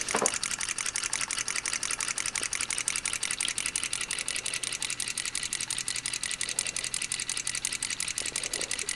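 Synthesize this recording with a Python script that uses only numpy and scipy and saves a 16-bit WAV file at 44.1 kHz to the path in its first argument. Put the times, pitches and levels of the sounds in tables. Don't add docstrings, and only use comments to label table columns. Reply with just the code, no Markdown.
import sys
import numpy as np
from scipy import signal
from scipy.fft import rfft, irfft
from scipy.io import wavfile
from scipy.ndimage import uniform_filter1d

SR = 44100
rng = np.random.default_rng(int(sys.argv[2]) if len(sys.argv) > 2 else 0)


def to_wav(sig):
    pcm = np.clip(np.atleast_2d(sig), -1, 1) * 32767
    pcm = np.round(pcm).astype(np.int16)
    wavfile.write(sys.argv[1], SR, pcm.T)


N = 394694
TIME = np.arange(N) / SR
SIZE, LEAD = 4096, 256
AGE = (np.arange(SIZE) - LEAD) / SR
BINS = np.fft.rfftfreq(SIZE, 1 / SR)
ONSET_S = .00016
EDGE_HZ = 12500

# time in seconds, length of one turn in seconds.
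PERIOD = [(1.7, .1745), (2.8, .17514), (6, .1765), (8.9, .17744)]
# time in seconds, distance from 0 near to 1 far.
DISTANCE = [(0, 0.06), (1.8, 0.0088), (3, 0.26), (4, 0.54), (5, 0.73), (8.9, 0.76)]
# time in seconds, level in dB.
PLUNGER_DB = [(0, -26.5), (2, -25.5), (5, -28), (8.9, -27.5)]
# time in seconds, level in dB.
CONTACT_DB = [(0, -28.5), (1.9, -26.5), (2.9, -25), (3.6, -25), (4.198, -27.5), (8.902, -27.5)]
# share of the turn, level in dB.
FRICTION = [(0, -37.5), (.1, -65), (.14, -38.5), (.19, -49.5), (.23, -38.5), (.34, -41), (.44, -40.5),
            (.55, -48.5), (.7, -60), (.735, -45), (.86, -43.5), (.95, -45), (.985, -48), (1, -49)]
# share of the turn, pitch in Hz.
BORE = [(.14, 3100), (.22, 3620), (.36, 6300), (.45, 7100), (.73, 3900), (.87, 4840)]


def amp(db):
    return 10 ** (np.asarray(db) / 20)


def unit(x):
    return x / np.sqrt(np.mean(x ** 2) + 1e-20)


def blow(x, db):
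    return amp(db) * x / np.sqrt(np.sum(x ** 2) / (.01 * SR) + 1e-20)


def curve(rows, at):
    return np.interp(at, *np.transpose(rows))


def read(rows, hz, order=1):
    rows = np.asarray(rows, float)
    return np.interp(np.log(hz + 1), np.log(rows[:, 0] + 1), rows[:, order])


def add(mix, s, sound):
    start = round(s * SR) - LEAD
    sound = sound[max(-start, 0):]
    part = mix[max(start, 0):][:len(sound)]
    part += sound[:len(part)]


def causal(db):
    log_gain = np.log(amp(np.r_[db, db[-2:0:-1]]))
    return np.exp(np.conj(signal.hilbert(log_gain)))[:len(db)]


def colour(x, db):
    return signal.oaconvolve(x, irfft(causal(db)))[:len(x)]


def resonate(x, hz, width_hz):
    turn = np.exp(2j * np.pi * np.cumsum(hz * np.ones(len(x))) / SR)
    r = np.exp(-np.pi * width_hz / SR)
    smooth = signal.lfilter([1 - r], [1, -r], x / turn + 1e-18)
    return 2 * (turn * smooth).real


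def resonate_twice(x, hz, width_hz):
    return resonate(resonate(x, hz, width_hz), hz, width_hz)


def ring(x, modes):
    t = np.arange(SR // 2) / SR
    body = np.zeros(len(t))
    for hz, db, t60_s in modes:
        peak_gain_one = 2 * np.log(1000) / (t60_s * SR)
        body += peak_gain_one * amp(db - 60 * t / t60_s) * np.sin(2 * np.pi * hz * t)
    return signal.oaconvolve(x, body)[:len(x)]


def swell(t, rise_s, decay_s):
    return np.exp(np.minimum(t, 0) / rise_s - np.maximum(t, 0) / decay_s)


def turns(first_s=-.066, slip_at_s=4.6, slip_s=.0129):
    starts = [first_s]
    while starts[-1] < N / SR:
        starts.append(starts[-1] + curve(PERIOD, starts[-1]))
    starts = np.array(starts)
    return starts + slip_s * (starts > slip_at_s)


def crank():
    starts = turns()
    return np.interp(TIME, starts, np.arange(len(starts))) % 1


def stroke(spectrum, level, share, lag, rise_s, decay_s, bounce_s, bounce_db, tail_db, tail_s,
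           alike, gain_db, scatter_db, far_db=0, solid=0, accents=(),
           pitch_scatter_oct=.025, ripple_db=2.3, solid_hz=3000, snap_hz=6700, brighten=.94):
    out, grain = np.zeros(N), rng.standard_normal(SIZE)
    for start in turns()[:-1]:
        period = curve(PERIOD, start)
        slowed = (period - PERIOD[0][1]) / (PERIOD[-1][1] - PERIOD[0][1])
        s = start + (share + lag * slowed) * period
        grain = alike * grain + np.sqrt(1 - alike ** 2) * rng.standard_normal(SIZE)
        late, strong, long, chance, pitch = rng.standard_normal(5)

        rebound_gain = amp(min(bounce_db + 10 * strong, 0))
        rebound = rebound_gain * swell(AGE - bounce_s * (1 + .19 * late), rise_s, decay_s)
        accent_db = sum(db for at, db in accents if abs(at - s) < period / 2)
        force_db = accent_db or scatter_db * np.tanh(chance)
        force = amp(force_db)
        main = force * swell(AGE * force, rise_s, decay_s * np.exp(.062 * long))
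        burst = rfft(grain * (main + rebound + amp(tail_db) * swell(AGE, rise_s, tail_s)))
        burst *= causal(-10 * np.log10(uniform_filter1d(abs(burst) ** 2, size=60)))

        far = curve(DISTANCE, s)
        clean = solid * (1 - far / 3) / (1 + (BINS / solid_hz) ** 6)
        push = rfft(signal.unit_impulse(SIZE, LEAD))
        burst = clean * push + np.sqrt(1 - clean ** 2) * burst

        hz = BINS * 2 ** (pitch_scatter_oct * pitch)
        tone_db = (1 - far) * read(spectrum, hz) + far * read(spectrum, hz, order=2)
        tone_db += brighten * force_db * np.clip(2 * np.log2((BINS + 1) / snap_hz), -1, 0)
        ripple = np.r_[0, rng.standard_normal(size=12)]
        tone_db += ripple_db * np.interp(BINS, np.linspace(solid_hz, EDGE_HZ, num=13), ripple)
        level_db = curve(level, s) + force_db + gain_db + far * far_db
        add(out, s, blow(irfft(burst * causal(tone_db)), level_db))
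    return out


def knock():
    # pitch in Hz, dB near, dB far.
    knock_tone = [(750, -44, -34), (1120, -10.5, -16), (1540, -23, -58), (1988, -4, 1.5), (2350, -6, -3),
                  (2580, -25, -11.5), (3970, -18, -4), (4630, -29, -1), (5900, -5.5, -11),
                  (9400, -21, -6.5), (11300, -55, -45)]
    return stroke(knock_tone, PLUNGER_DB, share=.003, lag=0, rise_s=ONSET_S, decay_s=.00096,
                  bounce_s=.00194, bounce_db=-16, tail_db=-23, tail_s=.011,
                  alike=.85, gain_db=-1.26, scatter_db=.5, solid=.96)


def clack():
    # pitch in Hz, dB near, dB far.
    clack_tone = [(684, -33, -46), (1290, -18, -32), (1530, -20, -29.5), (2270, -1, -3), (3370, -39, -13),
                  (3930, -21, -1), (5430, -16, -11), (6100, -3, -2), (7770, -14, -6), (10140, -12.5, -11.5),
                  (12750, -48, -34)]
    return stroke(clack_tone, PLUNGER_DB, share=.452, lag=.0037, rise_s=.0002, decay_s=.0031,
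                  bounce_s=.0079, bounce_db=-37, tail_db=-23, tail_s=.021,
                  alike=.64, gain_db=0, scatter_db=0, far_db=-.9, solid=.81)


def tick():
    # pitch in Hz, dB near, dB far.
    tick_tone = [(755, -23.5, -6), (1310, -13, -9), (2480, -20, -15), (3040, -1.5, 13.5), (3350, -58, -21),
                 (4240, -12, -2), (4700, -30, -48), (6400, -2.5, -2), (8150, -24, -11), (10360, -7.5, -3),
                 (11100, -45, -62)]
    return stroke(tick_tone, PLUNGER_DB, share=.12, lag=.00048, rise_s=.00017, decay_s=.00046,
                  bounce_s=.0019, bounce_db=-27, tail_db=-19, tail_s=.007,
                  alike=.73, gain_db=-9, scatter_db=1, far_db=-3.5)


def contact_make():
    # pitch in Hz, dB near, dB far.
    make_tone = [(398, -15, -8), (850, -33, -19), (1470, 7, -1.5), (1853, -33, -53), (1886, 9.5, 5.5),
                 (3770, -37, -12), (4910, 5, 12.5), (5130, -1, -17), (7300, -5, -10), (8440, 5, 10),
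                 (10060, 4, 7), (12640, -30, -26)]
    return stroke(make_tone, CONTACT_DB, share=.321, lag=.0044, rise_s=.00075, decay_s=.00062,
                  bounce_s=.0011, bounce_db=-6, tail_db=-10, tail_s=.0019,
                  alike=.43, gain_db=-1.47, scatter_db=1, far_db=-.7)


def contact_break():
    # pitch in Hz, dB near, dB far.
    break_tone = [(676, -22, -29), (1260, -31, 5), (1600, -14, -14), (1840, 2.5, -5), (2760, -6, 0),
                  (5150, 2, 7), (5150, 6, -18), (6230, 11, 5.5), (8250, 1, 4), (8350, 10, 11.5),
                  (10150, 7.5, 7.5), (13200, -48, -13)]
    # time in seconds, dB above the usual.
    hard_snaps = [(.26, 9), (.959, 2), (1.134, 2.5), (2.881, 3), (3.757, 2), (6.588, 4.5), (7.65, 2.5)]
    return stroke(break_tone, CONTACT_DB, share=.871, lag=.0066, rise_s=.000089, decay_s=.0021,
                  bounce_s=.00248, bounce_db=-4, tail_db=-24, tail_s=.014,
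                  alike=.51, gain_db=.2, scatter_db=.5, far_db=1, accents=hard_snaps)


def chatter(hz=9300, width_hz=1100, level_db=-34.5, length_s=.011, gap_s=.00096):
    out = np.zeros(N)
    for s in turns()[:-1]:
        times = np.linspace(2 * gap_s, length_s, num=8) + gap_s * rng.uniform(-.88, .78, size=8)
        bounces = sum(swell(AGE - at, .00013, .0001) * np.exp(-at / length_s) for at in times)
        buzz = bounces * rng.standard_normal(SIZE)
        add(out, s, blow(resonate_twice(buzz, hz, width_hz), level_db))
    return out


def plungers(rough=.24, worn=.25, whistle_db=-9, width_hz=470):
    # pitch in Hz, dB near, dB far.
    slide_tone = [(420, -8.5, -13.5), (816, -12, -31.5), (1377, 1.5, -16), (1830, 2.5, 1), (1930, -4.5, 5),
                  (3170, -2, -4), (3480, -3, 3), (4120, -5.5, 7), (5540, 4.5, -14), (6600, -15, -6),
                  (9000, -4, -17), (11400, -37, -45)]
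    share = crank()
    spots = np.interp(share, np.linspace(0, 1, num=150), rng.standard_normal(size=150))
    stray_grit = unit(uniform_filter1d(rng.standard_normal(N), size=130))
    grit = np.exp(worn * spots + rough * stray_grit)
    rub = unit(grit * rng.standard_normal(N)) * amp(curve(FRICTION, share))
    far = curve(DISTANCE, TIME)
    near_scrape = colour(rub, read(slide_tone, BINS))
    far_scrape = colour(rub, read(slide_tone, BINS, order=2))
    scrape = (1 - far) * near_scrape + far * far_scrape
    whistle = unit(resonate_twice(rub, curve(BORE, share), width_hz)) * (1 - .21 * far)
    return rub.std() * (unit(scrape) + amp(whistle_db) * whistle)


def catches(jitter_s=.0009, scatter_db=3, decay_s=.00097, far_db=-2, rod_hz=2800, rod_db=-2,
            stray_db=-2.5, scatter_oct=.13, width_hz=700):
    # share of the turn, level in dB before scatter and distance.
    high_spots = [(.246, -43.5), (.303, -40), (.365, -45), (.39, -42), (.42, -61), (.488, -42), (.737, -61)]
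    out, age = np.zeros(N), AGE[AGE < .01]
    for start in turns()[:-1]:
        strays = [(share, curve(FRICTION, share) + stray_db) for share in rng.random(size=4) / 2]
        for share, db in list(high_spots) + strays:
            late, strong, rod, bore = rng.standard_normal(size=4)
            s = start + share * curve(PERIOD, start) + jitter_s * late
            burst = rng.standard_normal(len(age)) * swell(age, ONSET_S, decay_s)
            rod_ring = resonate_twice(burst, rod_hz * 2 ** (scatter_oct * rod), width_hz)
            bore_hz = curve(BORE, share) * 2 ** (scatter_oct * bore)
            bore_ring = resonate_twice(burst, bore_hz, width_hz)
            level_db = db + scatter_db * strong + far_db * curve(DISTANCE, s)
            add(out, s, blow(amp(rod_db) * rod_ring + bore_ring, level_db))
    return out


def rattles(width_hz=900, stray_db=-45):
    # time in seconds, level in dB, pitch in Hz.
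    clear_clinks = [(0.4345, -31, 4900), (0.4354, -34, 3820), (1.188, -37.5, 3520), (1.882, -38, 3750),
                    (2.762, -40, 3570), (2.933, -39, 3580), (3.277, -39, 3640), (3.451, -29, 3600),
                    (4.851, -33.5, 3720), (5.768, -35, 3500), (5.911, -33, 4070), (6.293, -34.5, 3640),
                    (7.15, -38, 4070)]
    out = np.zeros(N)
    strays = [(when * N / SR, stray_db + 3 * rng.normal(), 3000 * 1.5 ** pitch)
              for when, pitch in rng.random(size=(45, 2))]
    for s, db, hz in list(clear_clinks) + strays:
        burst = rng.standard_normal(SIZE) * swell(AGE, .0002, .0016)
        add(out, s, blow(resonate_twice(burst, hz, width_hz), db))
    return out


def brass(blows, scrape, struck_db=-4, scraped_db=13):
    # pitch in Hz, gain in dB, t60 in seconds.
    brass_modes = [(1013, -11.5, .1), (1373, -6, .07), (1412, -7, .07), (1770, -9, .06), (2003, -4, .07),
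                   (2743, -2, .05), (2950, -4, .04), (4760, -7, .03)]
    return ring(amp(struck_db) * blows + amp(scraped_db) * scrape, brass_modes)


def passing(x, at_s=4.2, approach_s=2.0, leave_s=.48):
    # pitch in Hz, gain in dB.
    over_wheel = [(2000, 0.5), (2850, 4.5), (4500, -.5), (7000, -5), (10500, 2.5)]
    near = swell(TIME - at_s, approach_s, leave_s)
    return (1 - near) * x + near * colour(x, read(over_wheel, BINS))


def whir(level_db=-57, far_db=1):
    # pitch in Hz, level in dB.
    whir_tone = [(1500, -10), (2800, -1.5), (3250, 0.5), (4300, -21), (5500, -4), (7000, -9), (11000, -25)]
    noise = unit(colour(rng.standard_normal(N), read(whir_tone, BINS)))
    return amp(level_db + far_db * curve(DISTANCE, TIME)) * noise


def clunks(decay_s=.0014, soft_db=-48, scatter_db=4.5, far_db=-7, from_share=.67):
    # time in seconds, level in dB.
    clear_clunks = [(.587, -36.5), (1.14, -37.5), (1.28, -37.5), (1.481, -47), (1.991, -38), (2.174, -40),
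                    (2.349, -39.5)]
    # pitch in Hz, gain in dB, t60 in seconds.
    clunk_modes = [(888, 5, 0.057), (1088, -3, 0.026), (1270, -17, 0.046), (1637, -4.5, 0.023)]
    out, starts = np.zeros(N), np.repeat(turns()[:-1], 2)
    times = starts + curve(PERIOD, starts) * rng.uniform(from_share, 1, len(starts))
    scatter = scatter_db * rng.standard_normal(len(times))
    levels = soft_db + scatter + far_db * curve(DISTANCE, times)
    for s, db in list(clear_clunks) + list(zip(times, levels)):
        push = np.gradient(rng.standard_normal(SIZE) * swell(AGE, ONSET_S, decay_s))
        add(out, s, blow(ring(push, clunk_modes), db))
    return out


def thumps(tail_db=-15, tail_s=.092, wood_db=1, peak_s=.00485):
    # time in seconds, level in dB, muffled above Hz, decay in seconds.
    heavy_blows = [(0.145, -23, 1990, 0.008), (0.216, -26, 1110, 0.011), (0.231, -29, 653, 0.029)]
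    # pitch in Hz, gain in dB, t60 in seconds.
    wood_modes = [(224, 7, .24), (290, 4, .2), (457, 7, .12), (523, 4, .12), (595, 4, .15), (636, 1, .1),
                  (708, 2, .16), (833, -1, .12), (1013, 9, .18), (1070, 3, .14)]
    # pitch in Hz, level in dB.
    thud_tone = [(150, -19), (230, -5), (600, -2), (1100, 0), (1400, 0), (3000, -8), (8000, -13)]
    out, t = np.zeros(N), (np.arange(SR // 2) - LEAD) / SR - peak_s
    for s, db, muffle_hz, decay_s in heavy_blows:
        treble_loss = (BINS / muffle_hz) ** 4
        bass_loss = muffle_hz / 5 / (BINS + 1) + (190 / (BINS + 1)) ** 6
        soft_db = -10 * np.log10(1 + treble_loss + bass_loss)
        shape = swell(t, .0073, decay_s) + amp(tail_db) * swell(t, .002, tail_s)
        crush = rng.standard_normal(len(t)) * shape
        thud = colour(crush, read(thud_tone, BINS) + soft_db)
        wood = ring(colour(swell(t, ONSET_S / 2, ONSET_S / 2), soft_db), wood_modes)
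        add(out, s, blow(thud, db) + blow(wood, db + wood_db))
    return out


def room(x):
    # pitch in Hz, t60 in seconds.
    room_t60 = [(200, 0.21), (2000, 0.63), (5000, 0.24), (11000, 0.12)]
    taps = rng.standard_normal(SR // 2) * (rng.random(SR // 2) < .08)
    taps[:LEAD] = 0
    hz, t, z = signal.stft(taps, SR, nperseg=256)
    decay_db = -60 * t / read(room_t60, hz)[:, None]
    tail = signal.istft(z * amp(decay_db), SR, nperseg=256)[1]
    return signal.oaconvolve(x, tail / np.linalg.norm(tail))[:N]


def bumps(decay_s=.0019, rough=.46):
    # time in seconds, level in dB, pitch in Hz, width in Hz.
    housing_bumps = [(2.415, -38, 400, 298), (8.217, -41, 423, 600), (8.257, -45, 330, 400),
                     (8.323, -43, 300, 380), (8.594, -35.5, 392, 320), (8.63, -37.5, 420, 280),
                     (8.83, -39, 406, 41.5)]
    out, shape = np.zeros(N), swell(AGE, ONSET_S, decay_s)
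    for s, db, hz, width_hz in housing_bumps:
        push = rough * rng.standard_normal(SIZE) * shape
        push[LEAD] += np.linalg.norm(shape)
        add(out, s, blow(resonate_twice(push, hz, width_hz), db))
    return out


def dull_swells(width_hz=430, rough=.2):
    # middle in seconds, level at the middle in dB, half length in seconds, pitch in Hz.
    swell_rows = [(2.2, -57.5, 1.1, 420), (4.38, -54.5, 0.36, 444), (6.656, -52.5, 0.2, 495),
                  (8.567, -45.5, 0.14, 412)]
    out = np.zeros(N)
    unevenness = unit(uniform_filter1d(rng.standard_normal(N), size=900))
    noise = rng.standard_normal(N) * np.exp(rough * unevenness)
    for s, db, length_s, hz in swell_rows:
        envelope = np.exp(-((TIME - s) / length_s) ** 2 / 2)
        out += amp(db) * envelope * unit(resonate_twice(noise, hz, width_hz))
    return out


def brushing(hiss_db=-42):
    tone = [(150, 3.0), (400, 13.0), (800, 5.0), (6500, 5), (11000, -12.5)]  # Hz, dB
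    hiss = unit(colour(rng.standard_normal(N), read(tone, BINS)))
    return amp(hiss_db) * curve([(.12, 1), (.25, .29), (.34, 0)], TIME) * hiss


def background(air_db=-50, hum_hz=120):
    # pitch in Hz, level in dB.
    air_tone = [(20, -5.5), (50, -4.5), (95, -13), (160, -8.5), (280, -9), (650, -19.5), (1500, -11.5),
                (4000, -40.5), (10000, -21.5), (12500, -53)]
    air = amp(air_db) * unit(colour(rng.standard_normal(N), read(air_tone, BINS)))
    hum_db = curve([(0, -62), (3, -62.5), (5, -59.5), (7.8, -58), (8.9, -62.5)], TIME)
    return air + amp(hum_db) * unit(np.sin(2 * np.pi * hum_hz * TIME))


def scene(room_db=-24.5):
    impacts = knock() + tick() + contact_make() + clack() + contact_break()
    blows = impacts + chatter() + rattles() + catches()
    scrape = plungers()
    engine = passing(blows + scrape + brass(blows, scrape))
    direct = engine + whir() + clunks() + thumps()
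    close = brushing() + dull_swells() + bumps()
    return (direct + amp(room_db) * room(direct) + close + background())[None]


def record(dry):
    low_pass = signal.firwin(161, EDGE_HZ, window=("kaiser", 8), fs=SR)
    return signal.oaconvolve(dry, low_pass[None], "same")


dry = scene()
out = record(dry)
to_wav(out)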